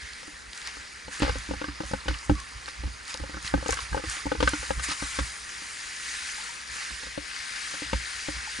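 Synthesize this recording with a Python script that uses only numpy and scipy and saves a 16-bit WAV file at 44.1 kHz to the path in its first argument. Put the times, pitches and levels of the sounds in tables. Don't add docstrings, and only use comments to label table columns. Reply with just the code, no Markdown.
import sys
import numpy as np
from scipy import signal
from scipy.io import wavfile
from scipy.ndimage import uniform_filter1d

SR = 44100
rng = np.random.default_rng(int(sys.argv[2]) if len(sys.argv) > 2 else 0)


def file_out(sig):
    cols = np.atleast_2d(sig).T
    lim = np.clip(cols, -1, 1)
    pcm = np.round(lim * 32767).astype(np.int16)
    wavfile.write(sys.argv[1], SR, pcm)


N = 379260

# f/Hz, level/dB per Hz
AIR_SPECTRUM = [(8.8, -47), (15, -23), (59, -1), (82, -16), (249, -10.5), (291, -13), (494, -10.5),
                (538, -13.5), (900, -18.5), (1170, -17), (1980, -120)]
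# f/Hz, likeness
PORT_LIKENESS = [(60, 3), (130, 1.7), (270, 0), (570, .5), (1200, 0.9), (2600, 0.37), (5500, 0.71),
                 (11000, 0.3)]
# f/Hz, lead of the left/rad
PORT_LEAD = [(60, -1), (260, -1.5), (520, -3.5), (950, -1), (1500, -1.84), (2200, 0.17), (4700, -0.47),
             (11000, 0.5)]
# f/Hz, left-right level/dB
PORT_BALANCE = [(60, 2), (110, -3), (190, 0), (350, 0), (620, 1.5), (1120, -1.5), (2010, -3.5),
                (3620, -2.5), (6500, -3), (11700, -4.5)]
# t/s of peak, level/dB
JOLTS = [(.34, -50), (.49, -54), (.79, -49), (.98, -60), (1.11, -58), (1.24, -27), (1.3, -26), (1.37, -32),
         (1.51, -33), (1.57, -38), (1.7, -35), (1.86, -38.5), (1.95, -36), (2.1, -24.5), (2.32, -21),
         (2.559, -39), (2.67, -48), (2.8, -36.5), (2.859, -27), (3.01, -50), (3.22, -32), (3.35, -37),
         (3.45, -42), (3.56, -23.5), (3.72, -32), (3.83, -43), (3.93, -27.5), (4.079, -33.5), (4.27, -34),
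         (4.39, -30), (4.45, -24), (4.6, -36), (4.71, -34), (4.778, -29.5), (4.89, -42), (5.04, -37.5),
         (5.21, -27), (6.93, -41.5), (7.07, -46.5), (7.2, -45), (7.41, -52), (7.65, -63), (7.87, -42),
         (7.95, -26.5), (8.16, -50), (8.3, -41), (8.37, -37)]
# t/s, level/dB, f/Hz, t60/s
TAPS = [(2.354, -38.5, 1147, 0.22), (2.38, -38, 1097, .12), (2.412, -38, 1086, 0.071),
        (6.383, -33.5, 870, 0.038), (6.4, -38, 874, 0.04), (6.492, -37.5, 944, 0.057),
        (8.474, -30.5, 865, 0.041)]
# t/s, strength/dB, then level/dB re strength of the thud (lowest modes), boom (hollow mode),
# shell (upper modes), tick (top modes and scuff)
KNOCKS = [(0.229, -40.5, -19, -19, -2, -3), (0.279, -45.5, -10, -2, -1, -4), (0.768, -48, -14, -3, 1, 2),
          (1.081, -37, -10, -10, -7, -6), (1.202, -31.5, -7, -0.5, -5, -2), (1.221, -22, -8, 0, -4, -1.5),
          (1.23, -19, -21, -9, -3, -8), (1.248, -28.5, -16, -9, -4, -3), (1.263, -27, -19, -14, -6, -7),
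          (1.279, -21.5, -23, -20, -7, -13), (1.294, -20, -23, -15.5, -6.5, -12),
          (1.356, -34, -11, -6.5, -2, -6), (1.49, -41, 1, 3, -8, -8), (1.51, -25, -14, -5.5, -14, -14),
          (1.536, -30.5, -10, -9, -7, -14), (1.615, -25, -17, -11, -7, -13), (1.642, -36, -10, -4, 8, -2),
          (1.684, -42, -3, 4.5, 9, -1), (1.804, -28, -10, 0, -6, -11), (1.835, -37, -9, -7, -3, -7),
          (1.912, -31.5, -4, -12, -6, -16), (1.935, -17, -12.5, -18.5, -11, -17),
          (2.058, -39, -1, -5, -5, -4), (2.082, -24.5, -23, -10.5, -2.5, -1.5),
          (2.107, -36.5, -6, 1.5, -4, -7), (2.141, -49, -8, -11, 10, 15),
          (2.296, -14.5, -3, -5.5, -10, -19), (2.313, -34.5, 11, 10, -10, -15),
          (2.681, -37, -20, -19, 3, -6), (2.836, -34.5, -11, -5, -8, -9), (2.874, -40, -4, -7, -4, -4),
          (3.146, -36, -17, -13, -7, -6), (3.199, -39.5, -6, -5.5, -4, -2), (3.237, -32, -9, -12, -13, -13),
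          (3.295, -39, -10, -3, -2, -7), (3.343, -37, -8, -9, 1, -7), (3.369, -36, -10, -3.5, 3, -7),
          (3.447, -54, 6, 0, 12, 12), (3.539, -14, -8.5, -7.5, -10.5, -18), (3.576, -32, -5, -7, -5, -12),
          (3.626, -31, -15, -16, -8, -16), (3.66, -25.5, -17, -15, -4, -12),
          (3.691, -17, -27, -20, -9.5, -14), (3.728, -32.5, -21, -18, 7, 4),
          (3.771, -45.5, -15, -14, 16, 14), (3.789, -42.5, -17, -10, 17, 8),
          (3.929, -35.5, -10, -9, 5.5, -10), (3.946, -21, -22.5, -17, -10, -18),
          (3.967, -26, -21, -12, -10, -17), (3.975, -22.5, -26, -15, -6, -13),
          (3.995, -31, -20, -9, -14, -12), (4.039, -34, -9, -5, -1, -5), (4.167, -42.5, -14, -12, 6, 7),
          (4.256, -37, -9, 2.5, -6, -10), (4.266, -28, -10, -17, -7, -15),
          (4.318, -16.5, -18, -14, -10.5, -16), (4.35, -25, -22, -13, -12, -18),
          (4.404, -21.5, -15, -11, -3, -6), (4.427, -17, -28, -9, -6, -4.5),
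          (4.475, -25.5, -12, -7, 11, 3.5), (4.534, -27, -10, -1, -1.5, -5),
          (4.629, -34, -22, -14, -7, -7.5), (4.706, -19.5, -15, -19.5, -9, -15),
          (4.795, -40, -18, -19, 9, 6), (4.887, -47.5, -3, 8, 4, 13), (4.913, -41.5, -4, 1, 1, 6),
          (5.023, -31.5, -7, -6, -4, -8), (5.188, -23, -25, -12, 2.5, -0.5), (5.62, -49, -4, -8, 7, 4),
          (6.759, -49, -18, -13, 6, 6), (6.905, -52.5, 3, 3, 10, 13), (7.033, -40.5, -15, -13, 0, -3),
          (7.068, -40, -15, -15, -3, 1), (7.177, -27.5, -11.5, -9.5, -8, -14),
          (7.739, -36, -20, -12, -0.5, 0), (7.821, -40, -7, 3, -3, 3),
          (7.931, -16.5, -13, -16.5, -9.5, -10.5), (8.285, -28, -10.5, -4, -7, -10),
          (8.366, -58, -12, -7, 12, 13), (8.589, -49.5, 2, 4, 9, 8)]
# f/Hz, level/dB, t60/s, left-right level/dB, lead of the left/rad
BODY_MODES = [(131.5, 2, 0.041, -4, 0.1), (201, 2.5, 0.075, -4, -0.41), (294.6, 5.5, 0.088, -1.5, 0.57),
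              (513.5, -0.5, 0.044, 7, -1.3), (851, -2.5, 0.034, 6, -1.55), (1157, -6, 0.041, -2, -1.5),
              (1271, -3.5, 0.041, 9.5, -1.2), (1542, -1, 0.052, 1.5, -1.3), (2830, -0.5, 0.023, -3, -0.7),
              (4500, -11, 0.0091, .5, -.2)]
MODE_DRIVE = [1, 1, 2, 0, 0, 3, 3, 3, 4, 4]
# t/s, peak level/dB, centre f/Hz, left-right level/dB
SNAPS = [(0.1336, -32, 4720, -8), (0.532, -27, 4060, -3), (0.5495, -34, 5120, 2), (0.5761, -29, 5070, -0.5),
         (0.617, -25, 3600, 2), (0.6734, -19.5, 5100, 0.0), (0.844, -46, 4930, 4), (1.053, -46, 4720, 10),
         (1.122, -32, 5160, 7), (1.1967, -25.5, 7700, 3), (1.2201, -33, 4800, 5), (1.2925, -28, 4100, -2),
         (1.385, -29, 6840, 5), (1.6125, -45, 4290, -1.0), (1.6392, -47, 4160, -5),
         (1.863, -35, 6700, -1.0), (1.915, -29, 4890, -1.0), (2.085, -25, 3600, 0.5),
         (2.1883, -30, 5100, 5), (2.3534, -33, 4760, -2), (2.401, -26.5, 6340, -8),
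         (2.659, -29.5, 4390, -6), (2.6874, -29, 4690, -5), (3.0525, -32, 4850, -1),
         (3.0794, -29, 4820, -2), (3.1418, -18.5, 4630, 5), (3.1744, -24, 5000, 2), (3.4266, -30, 6890, 4),
         (3.4655, -25, 5140, -1.0), (3.4772, -21, 3950, -3), (3.6635, -31, 4480, -1.0),
         (3.6681, -32, 6490, 1), (3.683, -21, 6600, 7), (3.7075, -16.5, 6350, 14),
         (3.7237, -16.5, 6700, -5), (3.742, -20.5, 6100, 12), (3.789, -34, 4390, -0.5),
         (3.805, -24, 4370, 7), (4.098, -19, 6760, 7), (4.2652, -34, 5370, 6), (4.4066, -24, 3740, 0.5),
         (4.4283, -40, 5260, 0.0), (4.4752, -26, 4370, 1.0), (4.4917, -17, 8000, -5),
         (4.7127, -24, 4780, -3), (5.4919, -30, 5370, 0.0), (5.9643, -31.5, 5150, -2),
         (6.6149, -30, 4230, 9), (6.676, -31, 5100, 8), (7.56, -26, 4820, 3.0)]
# f/Hz, level/dB per Hz
CLOTH_SPECTRUM = [(350, -33), (600, -17), (910, -10), (1070, -9.5), (1120, -6.5), (1680, -0.5), (1920, 0),
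                  (3410, -9.5), (4870, -6), (5710, -10.5), (6620, -9.5), (8150, -14), (9100, -11.5),
                  (10000, -13.5), (11200, -24.5), (14600, -54), (22000, -120)]
# t/s, hiss level/dB, deep rustle level/dB re hiss, sheen level/dB re hiss,
# left-right level/dB
DRAG = [(0, -43.5, -14, -9, -2), (.25, -45.5, -9, -6, -1.5), (.48, -49, -9, -7.5, -2),
        (.75, -44, -11, -7, -1), (1.05, -47, -10.5, -8, -2), (1.4, -44.5, -8, -4.5, -1.5),
        (1.7, -44.5, -5, -10.5, -2.5), (2.3, -46.5, -4.5, -5.5, -2), (2.75, -45, -6.5, -9, -2.5),
        (3, -47, -7.5, -7, -2.5), (3.6, -44, -4.5, -7, -2.5), (4.3, -43, -8, -10.5, -3),
        (4.599, -39, -8, -3, -1.5), (4.78, -43, -7, -2.5, -0.5), (5.1, -38, -9.5, -2, -0.5),
        (5.28, -39.5, -9.5, -3.5, -1), (5.43, -43.5, -7, -4, -.5), (5.55, -40.5, -13, -5, -0.5),
        (5.75, -40.5, -11, -4, 0), (5.95, -40.5, -12.5, -4, -1), (6.12, -36, -15, -5, -0.5),
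        (6.5, -39, -12, -4.5, 0), (6.66, -43.5, -10.5, -7, 0), (6.75, -38, -13, -5, 0),
        (7, -39, -15, -7, -4), (7.18, -43, -11, -8, 2.5), (7.35, -38, -12.5, -8, 2),
        (7.75, -37, -13, -5.5, 1), (7.92, -38.5, -11.5, -8.5, 1), (8.1, -37.5, -13, -6, 1.5),
        (8.45, -38, -12.5, -7.5, 0), (8.6, -37, -17, -7, 0)]
# t/s of peak, relative hiss level/dB, build-up/s, dying/s,
# sheen level/dB re hiss
SWISHES = [(.58, -47, 0.055, 0.087, -2), (.68, -37.5, 0.033, 0.023, -12), (1.13, -40.5, 0.013, 0.12, -3),
           (1.23, -35.5, .02, 0.15, -22), (1.88, -47, 0.041, 0.087, 0.5), (2.1, -40.5, .02, 0.079, -15),
           (2.25, -54, 0.02, 0.024, 4), (2.39, -45, 0.024, 0.022, -19), (2.69, -44.5, 0.038, 0.036, -7),
           (3.1, -38, .03, 0.042, -5), (3.47, -36.5, 0.029, .03, -4.5), (3.72, -36.5, 0.046, 0.046, -2.5),
           (3.82, -40, 0.033, 0.04, -4), (3.95, -46, 0.045, 0.043, -1), (4.11, -37.5, .05, 0.11, -2),
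           (4.47, -39.5, 0.044, 0.23, -6), (4.84, -33, 0.0089, 0.019, 1), (4.92, -30.5, .04, 0.019, -8),
           (5.02, -38, 0.037, 0.031, -10), (5.17, -40, 0.037, 0.035, -11), (6.81, -40, .03, 0.044, -11)]


def gain_of(db):
    return 10 ** (np.asarray(db) / 20)


def evened(x):
    return x / np.sqrt(np.mean(x ** 2) + 1e-20)


def smoothed_twice(x, size):
    return uniform_filter1d(uniform_filter1d(x, size=size), size=size)


def patterned(x, bins, frames):
    x = uniform_filter1d(x, size=bins, axis=0)
    return evened(uniform_filter1d(x, size=frames, axis=1))


def read(points, hz):
    f, value = np.transpose(points)
    return np.interp(np.log(hz + 1), np.log(f + 1), value)


def add(mix, s, sound):
    part = mix[:, round(s * SR):][:, :sound.shape[1]]
    part += sound[:, :part.shape[1]]


def through_ports(field_db, size, source=None):
    hz, hop = np.fft.rfftfreq(size, 1 / SR), size // 4
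    a, b, c, d = rng.standard_normal((field_db.shape[1], len(hz), 4)).T
    left = (a + 1j * b) if source is None else source
    same = np.clip(read(PORT_LIKENESS, hz), 0, 1)[:, None]
    random_phase = np.exp(1j * np.arctan2(c, d))
    right = same * left + np.sqrt(1 - same ** 2) * abs(left) * random_phase
    half_gain = gain_of(read(PORT_BALANCE, hz) / 2)
    tilt = (half_gain * np.exp(.5j * read(PORT_LEAD, hz)))[:, None]
    z = np.array([left * tilt, right / tilt]) * gain_of(field_db)
    return signal.istft(z, nperseg=size, noverlap=size - hop)[1][:, :N]


def field(level_db=-55.5):
    hz = np.fft.rfftfreq(2048, 1 / SR)
    shape_db = read(AIR_SPECTRUM, hz)[:, None] + np.zeros(N // 512 + 5)
    return gain_of(level_db) * evened(through_ports(shape_db, size=2048))


def swing_db(rise_db_per_s=595, fall_db_per_s=275, tremor_db=-65, tremor_spread_db=7):
    t = np.arange(0, N / SR + .01, .002)
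    at, db = np.transpose(JOLTS)[:, :, None]
    jolt_db = db - np.where(t < at, rise_db_per_s * (at - t), fall_db_per_s * (t - at))
    tremor = evened(smoothed_twice(rng.standard_normal(len(t)), size=20))
    power = gain_of(2 * jolt_db).sum(0) + gain_of(2 * (tremor_db + tremor_spread_db * tremor))
    return np.interp(np.arange(N) / SR, t, 10 * np.log10(power))


def sway(sway_hz=60.2, waver=0.0395, rumble_db=-7.5, rumble_hz=(30, 110), apart_db=-13.0):
    drift = evened(smoothed_twice(rng.standard_normal(N), size=2000))
    turns = np.cumsum(sway_hz * (1 + waver * drift)) / SR
    port_phase = np.array([[-.25], [.25]])
    ring = np.sqrt(2) * np.sin(2 * np.pi * turns + port_phase) * gain_of([[-1.2], [1.2]])
    band = signal.butter(2, rumble_hz, "bandpass", fs=SR, output="sos")
    shared, apart = evened(signal.sosfilt(band, rng.standard_normal((2, N))))
    rumble = gain_of(rumble_db) * (shared + gain_of(apart_db) * np.array([apart, -apart]))
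    return gain_of(swing_db()) * (ring + rumble)


def taps(rise_s=0.0016):
    out, t = np.zeros((2, N)), np.arange(round(.1 * SR)) / SR
    for s, db, hz, t60 in TAPS:
        envelope = (1 - np.exp(-t / rise_s)) * gain_of(db - 60 * t / t60)
        ring = envelope * np.sin(2 * np.pi * hz * t)
        add(out, s, ring * gain_of([[2.5], [-2.5]]))
    return out


def knocks(scatter_db=2.5, detune=0.038, skew=0.2, apart=0.47,
           blow_s=0.00034, scuff_db=-3.5, scuff_s=.012, scuff_hz=(900, 4170)):
    out, t = np.zeros((2, N)), np.arange(round(.16 * SR)) / SR
    chance = rng.standard_normal((len(KNOCKS), len(BODY_MODES), 4))
    band = signal.butter(2, scuff_hz, "bandpass", fs=SR, output="sos")
    noise = rng.standard_normal((len(KNOCKS), 3, len(t)))
    port_noise = noise[:, :1] + apart * noise[:, 1:]
    scuffs = evened(signal.sosfilt(band, port_noise)) * np.exp(-t / scuff_s)
    rise = 1 - np.exp(-t / blow_s)
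    for (s, strength_db, *colour_db), draws, scuff in zip(KNOCKS, chance, scuffs):
        scuff_level_db = strength_db + colour_db[-1] + scuff_db + np.array([[1.5], [-1.5]])
        add(out, s, rise * gain_of(scuff_level_db) * scuff)
        for (hz, db, t60, pan_db, lead), drive, (a, b, c, d) in zip(BODY_MODES, MODE_DRIVE, draws):
            ports = gain_of(np.array([pan_db, -pan_db]) / 2) * np.exp(.5j * np.array([lead, -lead]))
            ports = ports / abs(ports.mean())
            ports = (ports * np.exp(1j * skew * d * np.array([1, -1])))[:, None]
            ring = np.exp(2j * np.pi * hz * (1 + detune * b) * t + .5j * c)
            mode_db = strength_db + (0, *colour_db)[drive] + db + scatter_db * a
            add(out, s, rise * gain_of(mode_db - 60 * t / t60) * (ports * ring).imag)
    return out


def snaps(length_s=0.0013, width=0.33):
    out, t = np.zeros((2, N)), np.arange(400) / SR
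    noise = rng.standard_normal((len(SNAPS), len(t)))
    for (s, db, hz, pan_db), burst in zip(SNAPS, noise):
        edges = [hz * (1 - width / 2), min(hz * (1 + width / 2), SR / 2.1)]
        band = signal.butter(1, edges, "bandpass", fs=SR, output="sos")
        snap = signal.sosfilt(band, burst * np.exp(-t / length_s))
        add(out, s, snap / abs(snap).max() * gain_of(db + np.array([[pan_db], [-pan_db]]) / 2))
    return out


def drag(t, swish_deep_db=-7.5, swish_edge_db=-7.5):
    s, *columns = np.transpose(DRAG)
    hiss_db, deep_db, sheen_db, pan_db = (np.interp(t, s, c) for c in columns)
    at, db, rise_s, fall_s, bright_db = np.transpose(SWISHES)[:, :, None]
    distance = np.where(t < at, (at - t) / rise_s, (t - at) / fall_s)
    swish_db = db + swish_edge_db * distance ** 1.18
    steady, swish = gain_of(2 * hiss_db), gain_of(2 * swish_db)
    hiss = steady + swish.sum(0)
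    deep = steady * gain_of(2 * deep_db) + swish.sum(0) * gain_of(2 * swish_deep_db)
    sheen = steady * gain_of(2 * sheen_db) + (swish * gain_of(2 * bright_db)).sum(0)
    return 10 * np.log10(hiss), 10 * np.log10(deep / hiss), 10 * np.log10(sheen / hiss), pan_db


def fibre_grit(crackle_db, spread_db, per_s):
    count = N + 512
    heights = gain_of(spread_db * np.minimum(rng.exponential(1, count), 6))
    pops = (rng.random(count) < per_s / SR) * heights
    crackle = evened(pops * rng.choice([-1, 1], count))
    return evened(rng.standard_normal(count) + gain_of(crackle_db) * crackle)


def cloth(crackle_db=-14.5, spread_db=3.5, per_s=830.0, patchy_db=0.97, flicker_db=0.33, raise_db=2.5):
    hz, t = np.fft.rfftfreq(256, 1 / SR), np.arange(N // 64 + 5) * 64 / SR
    hiss_db, deep_db, sheen_db, pan_db = drag(t)
    grit = fibre_grit(crackle_db, spread_db, per_s)
    source = signal.stft(grit, nperseg=256, noverlap=192)[2][:, :len(t)]
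    patches, flicker = rng.standard_normal((len(t), len(hz), 2)).T
    patches = patterned(patches, bins=4, frames=40)
    flicker = patterned(flicker, bins=40, frames=12)
    deep = np.clip((1500 - hz) / 300, 0, 1)[:, None]
    sheen = np.clip((hz - 5000) / 2000, 0, 1)[:, None]
    shape_db = read(CLOTH_SPECTRUM, hz)[:, None] + patchy_db * patches + flicker_db * flicker
    shape_db = shape_db + deep * (deep_db - np.median(deep_db)) + sheen * (sheen_db - np.median(sheen_db))
    sound = evened(through_ports(shape_db, size=256, source=source))
    at = np.arange(N) / SR
    pan = np.interp(at, t, pan_db - np.median(pan_db)) / 2
    return gain_of(raise_db + np.interp(at, t, hiss_db) + np.array([pan, -pan])) * sound


def scene():
    return field() + sway() + taps() + knocks() + snaps() + cloth()


def record(dry, edge_hz=11130):
    low_pass = signal.firwin(1023, edge_hz, window=("kaiser", 9), fs=SR)
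    return signal.oaconvolve(dry, low_pass[None], "same")


dry = scene()
out = record(dry)
file_out(out)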